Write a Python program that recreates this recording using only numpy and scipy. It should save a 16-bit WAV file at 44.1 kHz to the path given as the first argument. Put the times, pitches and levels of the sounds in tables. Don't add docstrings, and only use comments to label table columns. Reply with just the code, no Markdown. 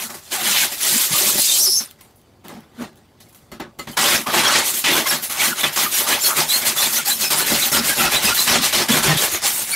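import sys
import numpy as np
from scipy import signal
from scipy.fft import rfft, irfft, next_fast_len
from scipy.io import wavfile
from scipy.ndimage import uniform_filter1d

SR = 44100
rng = np.random.default_rng(int(sys.argv[2]) if len(sys.argv) > 2 else 0)


def level_to_linear(level):
    exponent = np.asarray(level, float) / 20
    return 10 ** exponent


def master_out(mix):
    frames = np.transpose(np.atleast_2d(mix))
    ceiling = np.clip(frames, -1, 1)
    pcm = np.round(ceiling * 32767).astype(np.int16)
    wavfile.write(sys.argv[1], SR, pcm)


N = 429975
PADDED = next_fast_len(N)


def rms_one(x):
    return x / np.sqrt(np.mean(x ** 2) + 1e-20)


def bins_hz():
    return np.fft.rfftfreq(PADDED, 1 / SR)


def at_hz(points, hz):
    point_hz, point_db = np.transpose(points)
    return np.interp(np.log(hz), np.log(point_hz), point_db)


def shaped(x, spectrum):
    gain = level_to_linear(at_hz(spectrum, np.maximum(bins_hz(), 10)))
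    return irfft(rfft(x, PADDED) * gain, PADDED)[..., :N]


def drift(hz, size=N):
    r = np.exp(-8 * np.pi * hz / SR)
    white = rng.standard_normal(size // 4 + 1002)
    slow = signal.lfilter([1], [1, -2 * r, r * r], white)[1000:]
    return np.interp(np.arange(size) / 4, np.arange(len(slow)), rms_one(slow))


def resonance(x, hz, width_hz):
    r = np.exp(-np.pi * width_hz / SR)
    feedback = [1, -2 * r * np.cos(2 * np.pi * hz / SR), r * r]
    return signal.lfilter(np.array([1, 0, -1]) * (1 - r * r) / 2, feedback, x)


def slip_tone(hz, unsteady_hz, octave_db):
    phase = 2 * np.pi * np.cumsum(hz) / SR
    wander = .85 + drift(unsteady_hz, size=len(hz)) + 1j * drift(unsteady_hz, size=len(hz))
    swing = wander * np.exp(1j * phase)
    octave = swing ** 2 / (np.abs(swing) + 0.11)
    return rms_one(swing.real + level_to_linear(octave_db) * octave.real)


def air():
    # hz, level_db
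    air_spectrum = [(15, -40), (25, -12), (92, 5), (236, -4), (863, -10.5), (936, -14), (3250, -38),
                    (4610, -30.5), (10700, -36.5), (16000, -32.5)]
    return level_to_linear(-54.5) * rms_one(shaped(rng.standard_normal((2, N)), air_spectrum))


def whine():
    return level_to_linear(-76) * rms_one(resonance(rng.standard_normal(N), hz=4600, width_hz=65))


def contact():
    # catch_s, rise_s, hold_s, level_db, weight_db
    far_cut = [(-.04, 0.038, 0.045, -26, 1.5), (.09, 0.009, 0.0058, -30, 5.5),
               (.138, 0.0053, 0.0073, -30.5, 5), (.21, .02, 0.099, -44.5, 2),
               (.311, 0.0083, 0.031, -19.5, 4), (.363, 0.095, 0.18, -15.5, 3),
               (.687, 0.019, 0.032, -25, 2.5), (.782, 0.056, 0.21, -13.5, -2),
               (1.091, 0.034, 0.18, -14, 0.5), (1.321, 0.025, 0.074, -16, 0.5),
               (1.42, 0.031, 0.14, -14, 0.5), (1.57, 0.029, 0.06, -17.5, 2.5),
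               (1.676, 0.02, 0.11, -26.5, 3)]
    # start_s, rise_s, hold_s, level_db, weight_db
    steps = [(2.006, 0.0022, 0.025, -48, -3.5), (2.04, .01, 0.025, -56.5, 6),
             (2.152, 0.0071, 0.077, -63, -17), (3.28, .01, .02, -53, -6), (2.438, 0.011, 0.051, -46.5, 8),
             (2.483, 0.008, 0.1, -45.5, 7.5), (2.949, 0.027, 0.021, -56, 3), (3.2, 0.0034, 0.044, -51, -2),
             (3.325, 0.0039, .004, -49, -5), (3.347, 0.0018, 0.027, -48, -4.5)]
    # start_s, rise_s, hold_s, level_db, weight_db
    brushes = [(1.904, .002, 0.0107, -50, -10), (1.975, .015, .01, -56, -5), (2.765, 0.056, 0.025, -36, 3),
               (3.516, 0.0026, 0.018, -40, 2), (3.597, 0.0024, 0.021, -35, 8.5),
               (3.787, 0.0028, 0.0085, -33.5, -4), (3.869, .004, .02, -35.5, 6),
               (3.885, .003, .012, -38.5, -11), (3.91, .005, 0.022, -39.5, -10)]
    # catch_s, rise_s, hold_s, level_db, weight_db
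    opening = [(3.969, 0.0036, 0.18, -14.5, 2), (4.264, 0.0015, 0.024, -20.5, 12.5),
               (4.311, 0.03, 0.056, -15, 6), (4.422, 0.023, 0.15, -14.5, 4.5),
               (4.635, 0.021, 0.038, -15.5, -8), (4.73, 0.011, 0.053, -19, -9.5),
               (4.84, 0.0017, 0.15, -16, 3), (5.05, 0.025, 0.011, -17.5, -2),
               (5.103, 0.0033, 0.031, -17.5, 0.5), (5.222, 0.01, .008, -21, -7),
               (5.296, 0.0022, 0.023, -21.5, -4), (5.359, 0.044, 0.076, -16, -2),
               (5.553, 0.035, 0.026, -20.5, -1.5), (5.632, 0.00095, 0.01, -15.5, 5.5),
               (5.72, 0.013, 0.028, -25.5, -5.5), (5.76, 0.0013, 0.074, -15.5, -1)]
    # catch_s, rise_s, hold_s, level_db, weight_db
    pushes = [(6.05, 0.035, 0.055, -15.5, 2.5), (6.349, 0.025, 0.034, -14, 0),
              (6.608, 0.01, 0.013, -21.5, 2), (6.645, 0.01, 0.024, -13.5, -2.5),
              (6.88, 0.062, 0.033, -16, -3.5), (7.18, 0.033, 0.026, -15, -5),
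              (7.444, 0.028, 0.082, -15.5, -0.5), (7.717, 0.0014, 0.057, -15, 1),
              (7.954, 0.027, 0.073, -15, 2), (8.21, 0.024, 0.065, -15, 1),
              (8.453, 0.026, 0.081, -15.5, 4.5), (8.725, 0.0014, 0.088, -16, 3.5),
              (9.021, 0.011, 0.088, -15.5, 4), (9.3, 0.024, 0.025, -19, -0.5), (9.5, 0.022, 0.1, -21, -6)]
    # catch_s, rise_s, hold_s, level_db, weight_db
    pulls = [(5.875, 0.056, 0.072, -17, 1.5), (6.175, 0.067, 0.027, -14, -0.5),
             (6.466, 0.026, 0.082, -17, 1.5), (6.745, 0.024, 0.086, -16, 3.5),
             (7.044, 0.016, 0.042, -13, -3), (7.302, 0.0013, 0.021, -14.5, 5),
             (7.365, 0.011, 0.031, -17, 6), (7.536, 0.053, 0.079, -18, 3.5),
             (7.816, 0.029, 0.057, -16.5, 3.5), (8.098, 0.022, 0.036, -16, 8),
             (8.333, 0.016, 0.062, -15.5, 1), (8.604, 0.019, 0.031, -16, 5), (8.882, .004, 0.088, -15.5, 8),
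             (9.158, 0.017, 0.074, -16, 3.5), (9.416, 0.002, .012, -21, 2), (9.425, 0.014, 0.021, -12, 0.5),
             (9.644, 0.05, 0.098, -22.5, 2.5)]
    kinds = [
        (far_cut, dict(rise_db=14, swell_db=2, release_db_per_s=271.5,
                       drum_db=-8, body_db=-4, fizz_db=4.5, brighten_db=1.4)),
        (steps, dict(rise_db=20.5, swell_db=-10, release_db_per_s=126,
                     drum_db=13, body_db=9, fizz_db=4.5, brighten_db=-2)),
        (brushes, dict(rise_db=16.5, swell_db=-3.5, release_db_per_s=284,
                       drum_db=14, body_db=10, fizz_db=-1.5, brighten_db=-3)),
        (opening, dict(rise_db=12.5, swell_db=1.1, release_db_per_s=240,
                       drum_db=-7.5, body_db=3, fizz_db=-0.5, brighten_db=2)),
        (pushes, dict(rise_db=14.5, swell_db=0.5, release_db_per_s=227,
                      drum_db=-4, body_db=0.9, fizz_db=1.4, brighten_db=-3.5)),
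        (pulls, dict(rise_db=18.5, swell_db=4, release_db_per_s=217,
                     drum_db=-9, body_db=-1, fizz_db=7, brighten_db=-0.5))]
    drum_per_weight, body_per_weight, fizz_per_weight = 0.54, 0.53, -0.92
    body_per_brighten, fizz_per_lack = -0.3, -0.046
    s = np.arange(0, N / SR, 1e-3)
    power = np.full(len(s), level_to_linear(2 * -62.5))
    drum, body, fizz = power * 16, power * 8, power * -4.5
    for rows, way in kinds:
        for catch_s, rise_s, hold_s, level_db, weight_db in rows:
            rise_s, hold_s = max(rise_s, 1e-3), max(hold_s, 1e-3)
            full_s = catch_s + rise_s
            through = np.clip((s - full_s) / hold_s, 0, 1) - .5
            lack_db = way["rise_db"] * np.maximum(full_s - s, 0) / rise_s
            lack_db = lack_db + way["release_db_per_s"] * np.maximum(s - full_s - hold_s, 0)
            stroke = level_to_linear(2 * (level_db + way["swell_db"] * through - np.minimum(lack_db, 200)))
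            brighten_db = way["brighten_db"] * through
            power += stroke
            drum += stroke * (way["drum_db"] + drum_per_weight * weight_db)
            body += stroke * (way["body_db"] + body_per_weight * weight_db + body_per_brighten * brighten_db)
            fizz += stroke * (way["fizz_db"] + fizz_per_weight * weight_db + brighten_db
                              + fizz_per_lack * np.minimum(lack_db, 20))
    return s, np.sqrt(power), drum / power, body / power, fizz / power


def chirrups(teeth):
    out = np.zeros(N)
    for hz in np.geomspace(640, 12000, 20):
        flare = np.maximum(drift(22) - .8, 0)
        out += flare * resonance(teeth, hz, 50 + .02 * hz)
    return out


def flexing(x):
    _, _, z = signal.stft(x, nperseg=512)
    field = uniform_filter1d(rng.standard_normal(z.shape), size=5, axis=0)
    field = uniform_filter1d(field, size=4, axis=1)
    mottle_db = 1.8 * rms_one(field)
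    return signal.istft(z * level_to_linear(mottle_db), nperseg=512)[1][:N]


def tearing():
    # hz, db_per_hz
    tear_spectrum = [(18, -51), (30, -17.5), (117, -12), (148, -5.5), (231, -2), (469, -5), (793, -3.5),
                     (928, -3), (4020, -1), (4580, -2.5), (13400, -5.5), (15700, -11.5)]
    # hz, width_hz, level_db
    panel_modes = [(153.5, 12, 4), (230, 30, 3), (352, 63, 2), (580, 30, 1.5), (800, 25, -1),
                   (1993, 120, -9.5)]
    # time_s, level_db
    frame_rumble = [(.7, -2), (.9, -3), (1.4, 17), (1.5, 0), (3.5, 9), (7.4, 7), (7.5, 15)]
    # time_s, lowest_hz
    draw_out = [(1.4, 201), (1.412, 1500), (1.46, 2500), (1.575, 3100), (1.6, 4300), (1.655, 4820),
                (1.677, 350), (1.698, 5000), (1.795, 5620), (1.81, 200)]
    # time_s, spread_s, hz, level_db
    patches = [(0.03, 0.025, 240, -8), (0.08, 0.1, 950, 9), (0.13, 0.029, 236, 14), (0.14, 0.054, 3060, -9),
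               (0.58, 0.025, 300, -17), (0.59, 0.034, 3120, 5.5), (1.01, 0.06, 15320, -4.5),
               (1.02, 0.16, 4770, 1.5), (1.12, 0.16, 150, -10), (1.32, 0.1, 1920, -4), (1.34, 0.05, 377, 8),
               (1.45, 0.055, 7660, 5), (1.53, 0.07, 15320, -7), (1.61, 0.14, 760, 4.5),
               (1.67, 0.079, 2410, -12), (1.89, 0.17, 120.4, -7), (3.225, .025, 4800, 7.5),
               (4.22, 0.028, 240, 15), (4.29, 0.035, 1930, -7.5), (4.29, 0.06, 12160, 7),
               (4.53, 0.03, 150, -17), (4.55, 0.029, 6000, 5.5), (4.62, 0.088, 15320, -4.5),
               (4.75, 0.076, 300, 9), (4.75, 0.28, 764, -1.5), (4.88, 0.036, 3040, 6.5),
               (5.02, 0.036, 380, 14), (5.06, 0.11, 15320, 2), (5.093, 0.0086, 2590, -5),
               (5.2, 0.037, 243, 15), (5.52, 0.034, 239, 17), (5.58, 0.22, 15320, 2), (5.869, 0.026, 240, 12),
               (6.05, 0.022, 766, 9), (6.06, 0.16, 15320, 2.5), (6.08, 0.043, 190, -10),
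               (6.31, 0.03, 477, 12), (6.32, 0.022, 1220, 16.5), (6.59, 0.028, 3830, -6),
               (6.79, 0.026, 240, -10), (7.07, 0.04, 15320, -8.5), (7.17, 0.04, 190, 12),
               (7.39, 0.019, 15320, 5), (7.55, 0.085, 302, 6), (7.84, 0.016, 240, 12),
               (7.99, 0.044, 2430, -2), (8.1, 0.048, 150, -7), (8.62, 0.18, 4830, 3.5),
               (8.74, 0.018, 150, -12), (9.22, 0.054, 480, 9.5), (9.42, 0.134, 149, -9),
               (9.43, 0.03, 15320, -13)]
    t = np.arange(N) / SR
    s, pressure, drum_db, body_db, fizz_db = contact()

    burst_size = level_to_linear(2.7 * np.minimum(rng.exponential(1, N), 5))
    bursts = (rng.random(N) < 6000 / SR) * burst_size * rng.choice([-1, 1], N)
    teeth = rms_one(bursts) * 0.63 + rng.standard_normal(N) * 0.73
    teeth = teeth * level_to_linear(0.92 * drift(211) - 1.5) * np.interp(t, s, pressure)
    teeth = teeth + chirrups(teeth)+ sum(level_to_linear(db) * resonance(teeth, hz, width_hz)
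                                         for hz, width_hz, db in panel_modes)

    hz = np.maximum(bins_hz(), 10)
    colour = level_to_linear(at_hz(tear_spectrum, hz))
    spectrum = rfft(teeth, PADDED) * colour
    draw_s, draw_hz = np.transpose(draw_out)
    lowest_hz = np.exp(np.interp(s, draw_s, np.log(draw_hz)))
    rumble_db = drum_db + np.interp(s, *np.transpose(frame_rumble))
    patch_s, spread_s, patch_hz, patch_size_db = np.transpose(patches)
    swells = np.exp(-.5 * ((s[:, None] - patch_s) / np.maximum(spread_s, .01)) ** 2)
    anchors = np.log([60, 250, 1000, 3700, 10500, 16000])
    out, bright_power = np.zeros(N), 0 * s
    for centre_hz in 30 * 4 ** (np.arange(15) / 3):
        octaves = np.log2(hz / centre_hz)
        share = np.cos(np.pi * np.clip(.75 * octaves, -.5, .5)) ** 2
        weights = [np.interp(np.log(centre_hz), anchors, one) for one in np.eye(6)]
        tilt_db = np.dot(weights, [rumble_db, drum_db, body_db, 0 * s, fizz_db, 1.28 * fizz_db])
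        loss = np.clip(0.32 + 0.69 * np.log2(lowest_hz / max(centre_hz, 300)), 0, 1)
        tilt_db = tilt_db - 12.5 * loss * (0.84 if centre_hz < 600 else 1)
        gain = level_to_linear(tilt_db)
        bright_power += np.mean(share * (hz > 1000) * colour ** 2) * gain ** 2
        near = np.exp(-.5 * (np.log2(centre_hz / patch_hz) / .45) ** 2)
        gain = np.interp(t, s, gain * level_to_linear(swells @ (patch_size_db * near)))
        flicker = level_to_linear(1.1 * drift(16))
        out += gain * flicker * irfft(spectrum * share, PADDED)[:N]
    return flexing(out) / np.interp(t, s, np.sqrt(bright_power))


def squeaks():
    # start_s, length_s, first_hz, last_hz,
    # level_db
    slips = [(1.382, 0.029, 10400, 10250, -21), (4.258, 0.026, 1025, 1300, -28),
             (5.494, 0.049, 1700, 1370, -26.5), (5.058, 0.028, 1600, 1635, -27),
             (5.058, .025, 3200, 3300, -31), (5.082, .03, 5350, 5560, -24),
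             (5.085, .045, 10900, 11400, -25), (5.843, 0.044, 1305, 1190, -28),
             (5.927, .055, 5950, 5540, -27.5), (6.203, 0.048, 7150, 7300, -26.5),
             (6.237, 0.038, 4350, 4340, -21), (6.772, 0.039, 3420, 3570, -24),
             (6.801, 0.038, 4080, 4100, -24), (6.975, 0.051, 1445, 1340, -29.5),
             (7.059, 0.048, 815, 794, -29), (7.094, 0.035, 1730, 1590, -29),
             (7.1, 0.034, 4040, 4000, -20.5), (7.219, 0.08, 2550, 2480, -32),
             (7.23, 0.074, 5220, 5210, -27.5), (7.616, 0.037, 3900, 3950, -21),
             (7.648, 0.04, 13950, 13900, -24), (7.883, 0.071, 1628, 1614, -23.5),
             (7.982, 0.024, 2635, 2740, -22.5), (7.991, 0.043, 1365, 1360, -23),
             (8.034, 0.051, 2660, 2590, -25), (8.04, 0.058, 1310, 1388, -24.5),
             (8.144, 0.056, 3960, 3860, -21.5), (8.24, .041, 5010, 5090, -23),
             (8.266, 0.037, 2600, 2655, -22.5), (8.292, 0.058, 1377, 1420, -27),
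             (8.365, 0.073, 4030, 4110, -19.5), (8.905, 0.061, 3450, 3380, -24),
             (9.096, 0.04, 1920, 1810, -24), (9.572, 0.042, 8390, 8420, -28),
             (9.694, 0.06, 9500, 9630, -26), (9.715, 0.038, 4280, 4580, -27),
             (9.718, 0.042, 2350, 2220, -26),
             (0.312, 0.14, 840, 682, -37), (1.025, 0.038, 2030, 2160, -35),
              (1.041, 0.046, 13280, 13200, -34), (1.123, 0.065, 1150, 1190, -32),
              (1.367, 0.038, 14920, 14920, -26), (1.579, 0.035, 10000, 11400, -22),
              (1.571, 0.092, 8600, 8600, -26), (4.06, 0.043, 5800, 5900, -37),
              (4.44, 0.04, 3370, 3280, -23), (5.053, 0.034, 2090, 2080, -26),
              (5.055, 0.027, 1080, 1060, -27), (5.103, 0.041, 1590, 1710, -28),
              (5.381, 0.054, 2280, 2290, -27), (5.59, 0.032, 9990, 9990, -31.5),
              (6.156, 0.041, 770, 920, -34), (6.223, 0.039, 5410, 5490, -27), (6.49, 0.06, 7700, 7820, -28),
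              (6.664, 0.041, 7120, 7220, -27), (6.783, 0.035, 7090, 7160, -29),
              (6.797, 0.022, 5820, 5710, -28), (6.956, 0.029, 5920, 5920, -24),
              (7.049, 0.035, 4700, 4700, -32), (7.496, 0.024, 3900, 3870, -26),
              (7.712, 0.042, 5530, 5230, -26), (7.755, 0.064, 1360, 1360, -29.5),
              (7.764, 0.046, 5340, 5250, -27), (8.015, 0.045, 800, 820, -28),
              (8.133, 0.038, 3470, 3700, -22), (8.944, 0.039, 2330, 2373, -24.5),
              (9.31, 0.054, 9850, 9930, -34), (9.325, 0.049, 6670, 6620, -28), (9.43, 0.04, 800, 800, -31),
              (9.451, 0.052, 7320, 7300, -29), (9.459, 0.041, 9960, 9950, -27),
             (6.485, .045, 3800, 4050, -21), (6.52, .07, 4150, 4280, -22), (6.495, .04, 3400, 3450, -27),
                (6.235, .07, 3320, 3320, -32), (1.47, .075, 3660, 3640, -23), (0, .08, 220, 220, -43),
                (.44, .1, 215, 200, -37), (2.5, .11, 220, 210, -40), (.91, .07, 190, 250, -31),
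                (1.1, .05, 160, 160, -32), (1.2, .08, 390, 385, -35), (1.25, .05, 250, 170, -37),
                (1.34, .07, 240, 200, -34), (1.665, .04, 400, 360, -36), (1.8, .05, 220, 250, -41),
                (7.5, .07, 250, 200, -30), (7.78, .08, 255, 200, -30), (9.045, .05, 375, 365, -28),
                (1.5, .09, 3200, 3050, -31), (1.752, .052, 6300, 6300, -19), (1.848, .016, 9200, 9200, -39),
                (2.772, .09, 230, 240, -36), (3.925, .029, 3050, 3150, -46), (4.33, .08, 350, 340, -27),
                (4.87, .11, 345, 340, -28.5), (7.86, .065, 8000, 9300, -29), (8.57, .064, 220, 250, -28),
                (8.885, .07, 245, 205, -19.5), (9.05, .145, 156, 150, -22.5), (9.165, .04, 3500, 4000, -24)]
    out = np.zeros(N)
    for start_s, length_s, first_hz, last_hz, level_db in slips:
        start, size = int(start_s * SR), int(length_s * SR)
        glide_hz = np.linspace(first_hz, last_hz, size)
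        tone = slip_tone(glide_hz, 22 + .018 * first_hz, octave_db=-13)
        tone = level_to_linear(level_db + 2.0) * tone * signal.windows.tukey(size, .6)
        out[start:start + size] += tone[:N - start]
    return out


def workshop(x):
    t60_s = 0.11
    t = np.arange(int(.35 * SR)) / SR
    tails = rng.standard_normal((2, len(t))) * level_to_linear(-60 * t / t60_s) * (t > .003)
    tails = signal.lfilter([1, -1], [1, -.99], tails)
    dull = signal.lfilter([.5], [1, -.5], tails)
    tails = tails * np.exp(-t / 0.038) + dull
    tails = tails / np.sqrt(np.sum(tails ** 2, axis=1, keepdims=True))
    return signal.fftconvolve(x[None], tails, axes=1)[:, :N]


def squeal():
    # time_s, pitch_hz, level_db
    squeal_path = [(1.58, 5200, -29.5), (1.605, 5450, -23), (1.645, 6050, -22.5), (1.675, 5015, -23),
                   (1.702, 5240, -21), (1.73, 5455, -21), (1.765, 5490, -24), (1.8, 5440, -33.5),
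                   (1.85, 5630, -42)]
    s, pitch_hz, level_db = np.transpose(squeal_path)
    t = np.arange(s[0], s[-1], 1 / SR)
    tone = slip_tone(np.interp(t, s, pitch_hz), 350., octave_db=-5)
    out, start = np.zeros(N), int(s[0] * SR)
    level = level_to_linear(np.interp(t, s, level_db) + 6.5)
    out[start:start + len(t)] = level * tone * signal.windows.tukey(len(t), .1)
    return out


def touches():
    # time_s, tick_db, ring_db
    touch_events = [(1.911, -31.5, -22), (2.0114, -35.5, -19), (2.1095, -52, -30), (2.1589, -54, -30),
                    (2.2157, -50, -29.5), (2.6062, -44, -30), (2.9301, -53, -32), (2.9575, -47, -30),
                    (2.4422, -50, -8), (2.483, -28.5, -15), (2.7974, -49, -7), (3.2054, -50, -10),
                    (3.347, -41, -20), (3.5168, -38.5, 1), (3.6038, -33, -4), (3.7942, -30.5, 4),
                    (3.8783, -45, 2)]
    # hz, level_db, t60_s
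    blade_modes = [(570, -27, .1), (1300, -1.5, 0.046), (2040, -6.5, 0.069), (2900, -3.5, 0.027),
                   (4430, -2.5, 0.021), (7020, -6, 0.03)]
    tick_s, chatter_s = .0008, .012
    time_s, tick_db, ring_db = np.transpose(touch_events)
    at = (time_s * SR).astype(int)
    ticks, blows = np.zeros(N), np.zeros(N)
    ticks[at] = level_to_linear(tick_db + 16.5)
    blows[at] = level_to_linear(tick_db + ring_db)
    crumble = rng.standard_normal(128) * np.exp(-np.arange(128) / (tick_s * SR))
    ticks = np.convolve(ticks, crumble / np.linalg.norm(crumble))[:N]
    out = signal.lfilter([1, -1], [1, -.6], ticks)
    chatter = rng.standard_normal(2048) * np.exp(-np.arange(2048) / (chatter_s * SR))
    blows = signal.fftconvolve(blows, 2 * chatter / np.linalg.norm(chatter))[:N]
    for hz, level_db, t60_s in blade_modes:
        r, w = level_to_linear(-60 / (t60_s * SR)), 2 * np.pi * hz / SR
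        ring = signal.lfilter([0, np.sin(w)], [1, -2 * r * np.cos(w), r * r], blows + 1e-18)
        out += level_to_linear(level_db) * ring
    return out


def scene():
    # hz, side_minus_mid_db
    width_spectrum = [(60, -23), (110, -28.5), (200, -35.5), (380, -27), (700, -21.5), (1290, -21),
                      (2380, -21), (4400, -18), (8120, -18), (15000, -19)]
    saw = tearing() + squeaks() + squeal() + touches()
    wet_mid, wet_side = workshop(saw)
    air_mid, air_side = air()
    high = signal.butter(2, 900, "high", fs=SR, output="sos")
    wet_mid = signal.sosfilt(high, wet_mid)
    mid = saw + level_to_linear(-11.5) * wet_mid + air_mid + whine()
    side = level_to_linear(0.5) * shaped(wet_side + air_side, width_spectrum)
    return np.array([mid + side, mid - side])


def roll_off(x):
    return signal.sosfilt(signal.butter(12, 16730, fs=SR, output="sos"), x)


def record(dry):
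    cutoff_hz, slope_hz = 15770, 80
    soft = 0.71 * np.tanh(dry / 0.71)
    soft = signal.sosfilt(signal.butter(3, 40, "high", fs=SR, output="sos"), soft)
    keep = np.clip((cutoff_hz - bins_hz()) / slope_hz, 0, 1)
    mix = irfft(rfft(soft, PADDED) * keep, PADDED)[:, :N]
    return roll_off(mix)


dry = scene()
out = record(dry)
master_out(out)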